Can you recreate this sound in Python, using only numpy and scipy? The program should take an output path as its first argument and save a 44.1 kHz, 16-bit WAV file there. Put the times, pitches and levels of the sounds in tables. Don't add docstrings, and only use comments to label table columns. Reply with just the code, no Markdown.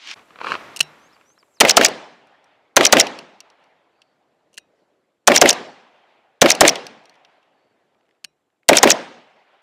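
import sys
import numpy as np
from scipy import signal
from scipy.fft import rfft, irfft, next_fast_len
from scipy.io import wavfile
from scipy.ndimage import uniform_filter1d, minimum_filter1d

SR = 44100
rng = np.random.default_rng(int(sys.argv[2]) if len(sys.argv) > 2 else 0)


def makeup_ratio(level_db):
    decades = np.asarray(level_db, float) / 20
    return 10 ** decades


def to_wav(sig):
    pcm = np.clip(np.atleast_2d(sig), -1, 1) * 32767
    pcm = np.round(pcm).astype(np.int16)
    wavfile.write(sys.argv[1], SR, pcm.T)


N = 424241


def evened(x):
    return x / np.sqrt(np.mean(x ** 2) + 1e-20)


def read(points, hz):
    f, value = np.transpose(points)
    return np.interp(np.log(hz + 1), np.log(f + 1), value)


def level(rows):
    s, db = np.transpose(rows)
    return makeup_ratio(np.interp(np.arange(N) / SR, s, db, -140, -140))


def add(mix, s, sound):
    part = mix[round(s * SR):][:len(sound)]
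    part += sound[:len(part)]


def resonate(x, hz, width_hz):
    r = np.exp(-np.pi * width_hz / SR)
    pole = r * np.exp(2j * np.pi * hz / SR)
    return 2 * signal.lfilter([1 - r], [1, -pole], x).real


def puffs(db, layers):
    t, out = np.arange(3800) / SR, 0
    for hz, width_hz, layer_db, rise_s, t60_s in layers:
        decay = makeup_ratio(-60 * np.maximum(t - rise_s, 0) / t60_s)
        shape = np.clip(t / rise_s, 0, 1) ** 2 * decay
        raw = rng.standard_normal(4096)
        band = evened(resonate(resonate(raw, hz, width_hz), hz, 2 * width_hz))
        out = out + makeup_ratio(db + layer_db) * band[-len(t):] * shape
    return out


def modes(table, size):
    t, out = np.arange(size) / SR, 0
    for hz, db, t60_s in table:
        envelope = makeup_ratio(db + 3.0 * rng.standard_normal() - 60 * t / t60_s)
        out = out + envelope * np.sin(2 * np.pi * hz * rng.uniform(0.95, 1.02) * t)
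    return out


def noise(gain, patchy_db):
    frames, hz = N // 128 + 5, np.fft.rfftfreq(512, 1 / SR)
    a, b, patches = rng.standard_normal((frames, 257, 3)).T
    patches = evened(uniform_filter1d(uniform_filter1d(patches, 5, 0), 9, 1))
    z = (a + 1j * b) * makeup_ratio(patchy_db * patches)
    z = z * gain(hz[:, None], np.arange(frames) * 128 / SR)
    return signal.istft(z, nperseg=512, noverlap=384)[1][:N] / 25


def toned(x, table):
    size = next_fast_len(N)
    colour = evened(makeup_ratio(read(table, np.fft.rfftfreq(size, 1 / SR))))
    return irfft(rfft(x, size) * colour, size)[:N]


# f/Hz, width/Hz, level/dB, rise/s, t60/s
BLAST = [(6050, 1900, 8, .0003, 0.025), (11000, 12000, -4, 0.00022, 0.013), (2650, 3000, 7, 0.0015, .028),
         (1410, 1200, 3, 0.0079, 0.022), (614, 340, 9, .009, .013), (314, 130, -12, .036, 0.1)]
LEAN_OUT_S = 4.0
SHIELDED_BODY_DB, BODY_TOP_HZ = -3.5, 1000


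def blast(s):
    layers = []
    for hz, width_hz, db, rise_s, t60_s in BLAST:
        shielded = s < LEAN_OUT_S and hz < BODY_TOP_HZ
        layers.append((hz, width_hz, db + SHIELDED_BODY_DB * shielded, rise_s, t60_s))
    return layers


# delay/s, level/dB
BARRICADE = [
    (0.0245, -2.5),
    (0.0311, -2.5),
    (.036, -6.5),
]
SHIELDED_DB, SOFT_CRACK_DB = -7.5, -20
WALL_S, WALL_DB, WALL_CRACK_DB = .0433, -3, -3
BERMS_S, BERMS_GAP_S, BERMS_WIDEN, BERMS_DB, BERMS_DB_PER_S = .049, .0068, 1.13, -8, -150


def echoes(s):
    shield_db = SHIELDED_DB * (s < LEAN_OUT_S)
    close = [(delay_s, db + shield_db, SOFT_CRACK_DB) for delay_s, db in BARRICADE]
    wall = [(WALL_S, WALL_DB, WALL_CRACK_DB)]
    later = np.cumsum(BERMS_GAP_S * BERMS_WIDEN ** np.arange(7)) - BERMS_GAP_S
    train = [(BERMS_S + d, BERMS_DB + BERMS_DB_PER_S * d, SOFT_CRACK_DB) for d in later]
    return close + wall + train


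# t/s, hammer level/dB, bolt home after/s, bounce after that/s
SHOTS = [
    (1.6064, -6, .0873, .0145),
    (1.7682, -24, .078, .0132),
    (2.7654, -19.5, .0851, .0149),
    (2.9251, -23.5, .0724, .0116),
    (5.2742, -18.5, .0857, .015),
    (5.4136, -23, .0765, 0.014),
    (6.416, -19.5, .0856, .014),
    (6.6075, -27.5, .0701, .014),
    (8.6875, -21, .0813, .0144),
    (8.8299, -25.5, .0724, .013),
]
HAMMER_LEAD_S, BLAST_DB = 0.0046, 0.6
THUMP_HZ, THUMP_DB, THUMP_T60_S, THUMP_RISE_S = 234, -15, .16, .02
ECHO_HZ, ECHO_SPREAD = 590, 0.18


def blasts():
    out, t = np.zeros(N), np.arange(5000) / SR
    colours_hz = ECHO_HZ * (1 + ECHO_SPREAD * rng.uniform(-0.67, 1, size=11))
    thump = makeup_ratio(THUMP_DB - 60 * t / THUMP_T60_S) * np.sin(2 * np.pi * THUMP_HZ * t)
    thump = thump * np.minimum(t / THUMP_RISE_S, 1) * np.linspace(1, 0, len(t))
    ring_shape = (1 - np.exp(-t / 0.00041)) * makeup_ratio(-60 * t / 0.017)
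    for s, hammer_db, _, _ in SHOTS:
        hammer = [(3200, 1400, 0, .0008, 0.013), (8900, 1800, -2.6, 0.0012, 0.008)]
        add(out, s - HAMMER_LEAD_S, puffs(hammer_db, hammer))
        add(out, s, puffs(BLAST_DB, blast(s)))
        add(out, s, thump)
        for hz, (delay_s, db, crack_db) in zip(colours_hz, echoes(s)):
            ring = np.sin(2 * np.pi * hz * rng.uniform(0.97, 1.02) * t) * ring_shape
            crack = [(1860, 1300, 1.5, 0.00045, 0.03), (9000, 16000, -13, .0003, .012)]
            add(out, s + delay_s, makeup_ratio(db + 3.0) * ring)
            add(out, s + delay_s, puffs(db + crack_db, crack))
    return out


SLAM_DB, SLAM_HZ, SLAM_S = 0.4, 6380, .0095
BOUNCE_DB, REBOUND_S, REBOUND_DB = 2.5, .0043, -5.5


def bolt():
    out = np.zeros(N)
    for shot_s, _, home_s, bounce_s in SHOTS:
        s = shot_s + home_s
        scrape = puffs(-19.5, [(2800, 1200, 1.0, 0.036, 0.027), (5170, 3500, -3.5, 0.035, .02)])
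        chatter = evened(uniform_filter1d(rng.standard_normal(len(scrape)), size=50))
        add(out, s - .04, scrape * makeup_ratio(3.2 * chatter))
        slam = [(SLAM_HZ, 2000, 3, .003, 1.6 * SLAM_S), (12499.5, 5000, -22.5, -0.03, 0.5),
                (3900, 1500, -3, .6 * SLAM_S, .014), (2000, 900, -7, 0.73 * SLAM_S, .014)]
        add(out, s - .001, puffs(SLAM_DB, slam))
        bounce = [(5600, 800, -3.5, .0003, 0.013), (2800, 1100, -10.5, 0.00045, 0.0087),
                  (9900, 12000, -20, .0003, 0.007)]
        add(out, s + bounce_s, puffs(BOUNCE_DB, bounce))
        add(out, s + bounce_s + REBOUND_S, puffs(BOUNCE_DB + REBOUND_DB, bounce))
    return out


def tail(tone, t60s, db, start, rise, patchy_db):
    def gain(hz, t):
        ages_s = t - np.array(SHOTS)[:, :1] - start
        slope_db_per_s = -60 / read(t60s, hz)
        power = 0
        for age_s in ages_s:
            decay = makeup_ratio(slope_db_per_s * np.maximum(age_s, 0))
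            power = power + (np.clip(age_s / rise, 0, 1) * decay) ** 2
        return np.sqrt(power)
    return makeup_ratio(db) * toned(noise(gain, patchy_db), tone)


# f/Hz, level/dB per Hz
BERM = [(18, -63), (30, -41), (233, -4), (345, -3.5), (404, -2.5), (499, 1), (780, -1.5), (1430, -11.5),
        (1630, -9), (5590, -23), (14400, -52.5), (16000, -75)]
# f/Hz, t60/s
BERM_T60 = [(60, 0.86), (200, 0.67), (600, 0.55), (3000, 0.66), (8000, .62), (15000, 0.32)]


def berm_tail():
    return tail(BERM, BERM_T60, -12.5, start=0.018, rise=0.0058, patchy_db=2.0)


# f/Hz, level/dB per Hz
WOODS = [(24, -58.5), (40, -29), (150, -11.5), (197, -14), (258, -8.5), (329, -9.5), (381, -6.5), (776, 0),
         (1180, -7), (2070, -8), (3300, -12), (7050, -32), (9010, -39), (11000, -38.5), (14000, -55.5)]
# f/Hz, t60/s
WOODS_T60 = [(100, 1.1), (700, 3.4), (3000, 2.6), (10000, 1.6)]


def woods_tail():
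    return tail(WOODS, WOODS_T60, -45.5, start=.05, rise=.1, patchy_db=2.5)


# f/Hz, t60/s
TREELINE_T60 = [(300, 0.7), (3000, .9), (10000, .5)]


def treeline_tail():
    return tail(WOODS, TREELINE_T60, -52, start=0.64, rise=0.074, patchy_db=2.5)


# f/Hz, width/Hz, level/dB
STEEL = [(2810, 210, 0.5), (4300, 510, -5), (1780, 550, -8.5), (449, 620, -16.5)]
# f/Hz, width/Hz, level/dB
STEEL_TOP = [(5806, 1900, -0.5), (8500, 2400, -5), (12100, 2300, -17.5)]
# t/s, peak level/dB
LEVER = [(0.762, -21.5), (0.769, -22), (.7919, -23.5), (.8276, -29), (1.8834, -20.5), (4.5304, -53.5),
         (4.541, -45.5), (4.5454, -51.5), (4.5554, -59), (4.5706, -43), (4.5948, -58), (5.528, -15),
         (6.55, -18.5)]


def lever():
    out = np.zeros(N)
    layers = [(hz, width_hz, g_db, .002, .02) for hz, width_hz, g_db in STEEL[:2] + STEEL_TOP]
    for s, db in LEVER:
        add(out, s - .001, puffs(db - 8.5, layers))
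    return out


# t/s, peak level/dB
SNAPS = [
    (.8078, 2),
    (4.58, -18.5),
    (8.2459, -19),
]
# f/Hz, level/dB, t60/s
RING = [(2573, -50.5, .3), (2800, -46.5, 0.22), (3936, -47.5, 0.24), (5750, -47, 0.19), (8750, -47.5, .1),
        (152, -42, 0.27), (62, -49.5, 0.67)]
DETENT_LEAD_S, DETENT_DB, TREBLE_DB = 0.0036, -6.5, -3


def selector():
    out = np.zeros(N)
    low = [(hz, width_hz, g_db, .001, .018) for hz, width_hz, g_db in STEEL]
    top = [(hz, width_hz, g_db, .0006, .015) for hz, width_hz, g_db in STEEL_TOP]
    for s, db in SNAPS + [(s - DETENT_LEAD_S, db + DETENT_DB) for s, db in SNAPS]:
        add(out, s, puffs(db - 9.5, low))
        add(out, s, puffs(db - 9.0 + TREBLE_DB, top))
        ring = modes(RING, size=20000)
        add(out, s, makeup_ratio(db) * ring * np.linspace(1, 0, len(ring)))
    return out


# f/Hz, width/Hz, level/dB, rise/s, t60/s
BRASS = [(2800, 650, -10.5, 0.00078, 0.025), (4320, 450, -12.5, .0005, .018),
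         (5600, 630, -14, .0004, 0.021), (8530, 2500, -21, .0003, 0.014)]
# t/s, peak level/dB, tilt/dB per octave (mouth first bright, base first dull)
CASES = [(2.2704, -54, 9), (2.4423, -49, 6), (3.0684, -15, 0), (3.1884, -22, 1.5), (3.4042, -25.5, 4),
         (3.501, -43, 1), (3.6392, -48.5, 0), (4.0178, -39.5, -3), (6.756, -13, 0), (6.867, -23, 5),
         (7.038, -52, 4), (7.0554, -40.5, 3), (7.095, -41, 4), (7.1408, -51, -2), (7.1544, -48, -1),
         (7.2487, -40.5, -10), (7.4291, -54.5, -3.5), (9.027, -40.5, -1)]


def cases():
    out = np.zeros(N)
    for s, db, tilt_db in CASES:
        layers = []
        for hz, width_hz, g_db, rise_s, t60_s in BRASS:
            octaves = np.log2(hz / BRASS[1][0])
            layers.append((hz, width_hz, g_db + tilt_db * octaves, rise_s, t60_s))
        add(out, s, puffs(db, layers))
    return out


# t/s, peak level/dB
TAPS = [(2.6532, -60.5), (7.9464, -57), (8.0094, -55.5), (8.0304, -59.5), (8.0534, -60), (8.0644, -59.5),
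        (8.0834, -62), (8.0904, -51), (8.109, -47), (8.1284, -67), (8.1494, -61), (8.1654, -61.5),
        (8.5014, -59), (8.6313, -47)]


def glove():
    out = np.zeros(N)
    for s, db in TAPS:
        add(out, s, puffs(db, [(2083, 950, -7.5, .0006, .014), (3400, 1490, -21, .0005, .01)]))
    return out


def slip_grains():
    strength = makeup_ratio(3.0 * np.minimum(rng.exponential(1, N), 4))
    return strength * (rng.random(N) < 2500 / SR) * rng.standard_normal(N)


# f/Hz, width/Hz, level/dB
GEAR = [(470, 230, -6.5), (1130, 310, 1.5), (2450, 400, -5), (3942, 540, -17)]
# f/Hz, width/Hz, level/dB, rise/s, t60/s
SLIP = [(2500, 1300, -13, .001, .016), (4300, 1500, -21, .001, .012)]
# t/s, peak level/dB
CREAKS = [(0.16, -35), (0.192, -36), (0.305, -33.5), (0.357, -31), (0.387, -28), (0.403, -27),
          (0.413, -17.5), (0.444, -16), (0.468, -12), (0.518, -8.5), (0.54, -14.5), (0.551, -11),
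          (1.131, -43.5), (1.164, -44), (1.21, -41), (1.258, -52), (1.301, -46.5), (1.377, -45),
          (1.427, -41), (1.481, -57.5), (1.57, -51)]
# t/s, level/dB
RUB = [(.4, -47), (.47, -31.5), (.525, -26.5), (.56, -40), (.585, -55)]
# t/s, level/dB
RUSTLE = [(.145, -72), (.168, -47), (.25, -58), (.4, -51.5), (.58, -40), (.8, -47.5), (1.22, -60.5),
          (1.32, -71), (1.6, -73)]
# f/Hz, level/dB per Hz
RUSTLE_TONE = [(18, -25.5), (40, 1.5), (92, -3.5), (154, -7), (460, -4), (1110, -3.5), (2310, -9),
               (6000, -24.5), (7500, -31), (15000, -40)]


def gear():
    grains = slip_grains()
    body = 0
    for hz, width_hz, db in GEAR:
        body = body + makeup_ratio(db) * resonate(resonate(grains, hz, width_hz), hz, 3 * width_hz)
    cloth = toned(rng.standard_normal(N), RUSTLE_TONE)
    scratch = evened(resonate(grains, 1600, 1800))
    contact = level(RUB) * (evened(body) + .15 * cloth + 0.4 * scratch)
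    creak = [(hz, 1.47 * width_hz, g_db, .0015, .022) for hz, width_hz, g_db in GEAR] + SLIP
    for s, db in CREAKS:
        add(contact, s, puffs(db - 9.5, creak))
    muffled = signal.sosfilt(signal.butter(2, 6000, fs=SR, output="sos"), contact)
    return muffled + level(RUSTLE) * cloth


# t/s, level/dB
GRAVEL = [(0.0, -50), (.11, -34.5), (.142, -41.5)]
# f/Hz, level/dB per Hz
GRAVEL_TONE = [(35, -75.5), (60, -40), (276, -13), (591, -16), (1130, -5.5), (1520, -6.5), (2470, 0.5),
               (5950, -8.5), (15000, -53)]
# t/s, peak level/dB
STONES = [
    (.073, -24.5),
    (.105, -33),
    (.113, -18),
    (.138, -25),
]


def gravel():
    crunch = evened(rng.standard_normal(N) + 0.75 * evened(slip_grains()))
    out = level(GRAVEL) * toned(crunch, GRAVEL_TONE)
    for s, db in STONES:
        add(out, s, puffs(db, [(2450, 900, -9, .0008, 0.013), (5000, 1500, -12.5, 0.00046, .012)]))
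    return out


# t/s after start, pitch ratio, level/dB
RISE = [(0, 1, -9), (.066, 1.12, 0), (.092, 1.162, -2), (.1, 1.15, -8)]
FLICK = [(-.035, .68, -9), (-.01, .77, -7), (0, 1, 0), (.015, .86, -1), (.035, .78, -10)]
SWOOP = [(-.013, .915, -3), (0, 1, -1.5), (.012, .81, 1), (.046, .545, -3)]
HOOK = [(-.022, .936, -5), (0, 1, -1), (.013, .92, 1), (.022, .81, 1)]
# shape, t/s, f/Hz, level/dB
NOTES = [
    (RISE, .99, 5720, -67),
    (FLICK, 1.131, 5500, -63),
    (RISE, 1.245, 5585, -63),
    (FLICK, 1.39, 5550, -61.5),
    (HOOK, 1.527, 7800, -72),
    (SWOOP, 1.554, 6450, -63.5),
]


def bird():
    out = np.zeros(N)
    for shape, start_s, note_hz, note_db in NOTES:
        s, ratio, db = np.transpose(shape)
        t = np.arange(s[0], s[-1], 1 / SR)
        flutter_db = 2.8 * evened(uniform_filter1d(rng.standard_normal(len(t)), 200))
        phase = 2 * np.pi * np.cumsum(note_hz * np.interp(t, s, ratio)) / SR
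        note = np.sin(phase) * signal.windows.tukey(len(t), .3)
        add(out, start_s + s[0], np.sqrt(2) * makeup_ratio(note_db + np.interp(t, s, db) + flutter_db) * note)
    return out


# t/s, length/s, level/dB
INSECT = [
    (3.9, .28, -81),
    (7.499, 0.26, -83),
]
INSECT_HZ, INSECT_FADE_S = 4500, .08


def insect():
    t, swell = np.arange(N) / SR, 0
    for s, length_s, db in INSECT:
        edge_s = np.minimum(t - s, s + length_s - t)
        swell = swell + makeup_ratio(db) * np.clip(edge_s / INSECT_FADE_S, 0, 1)
    fuzz = resonate(rng.standard_normal(N), INSECT_HZ, 350)
    return swell * evened(resonate(fuzz, INSECT_HZ, 500))


# f/Hz, level/dB per Hz
AIR = [(15, -20.5), (50, -4), (212, -6), (300, -1.5), (600, -1.5), (818, -7.5), (1370, -13), (4000, -22),
       (7000, -32.5), (16000, -52)]
# t/s, level/dB
AIR_DB = [(0, -66.5), (4.3, -68.5), (4.8, -66), (5.2, -73), (7.9, -68.5), (8.5, -75.5), (9.6, -76.5)]


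def air():
    return level(AIR_DB) * toned(evened(noise(lambda hz, t: 1, 2.3)), AIR)


# f/Hz, level/dB per Hz
HISS = [(2000, -30), (6000, -6), (7000, -3.5), (7500, 2), (8000, -6.5), (12500, -9), (15000, -19.5)]
# t/s, level/dB
HISS_DB = [(.145, -72), (1.6, -76), (1.62, -92), (9.62, -90.5)]


def hiss():
    return level(HISS_DB) * toned(rng.standard_normal(N), HISS)


def scene():
    shots = blasts() + bolt() + berm_tail() + woods_tail() + treeline_tail()
    handling = lever() + selector() + cases() + glove() + gear() + gravel()
    mono = shots + handling + bird() + insect() + air() + hiss()
    return np.array([mono, mono])


def top_cut(x):
    return signal.sosfilt(signal.butter(12, 16280, fs=SR, output="sos"), x)


SIDE_DB = -39


def record(dry):
    peak = uniform_filter1d(-minimum_filter1d(-abs(dry), size=31, axis=1), size=21, axis=1)
    held = 1.164 * np.tanh(dry / np.maximum(peak, 1) ** 0.53 / 1.194)
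    high = signal.sosfilt(signal.butter(2, 125, "high", fs=SR, output="sos"), held)
    held = np.clip(high + makeup_ratio(-15.5) * held, -.9, .9)
    held = signal.sosfilt(signal.butter(12, 15300, fs=SR, output="sos"), held)
    signs = rng.choice([-1., 1.], N // 64 + 1).repeat(64)[:N]
    trace = held[0] * uniform_filter1d(signs, size=24)
    trace = signal.sosfilt(signal.butter(2, 120, "high", fs=SR, output="sos"), trace)
    return top_cut(held + makeup_ratio(SIDE_DB) * np.array([trace, -trace]))


dry = scene()
out = record(dry)
to_wav(out)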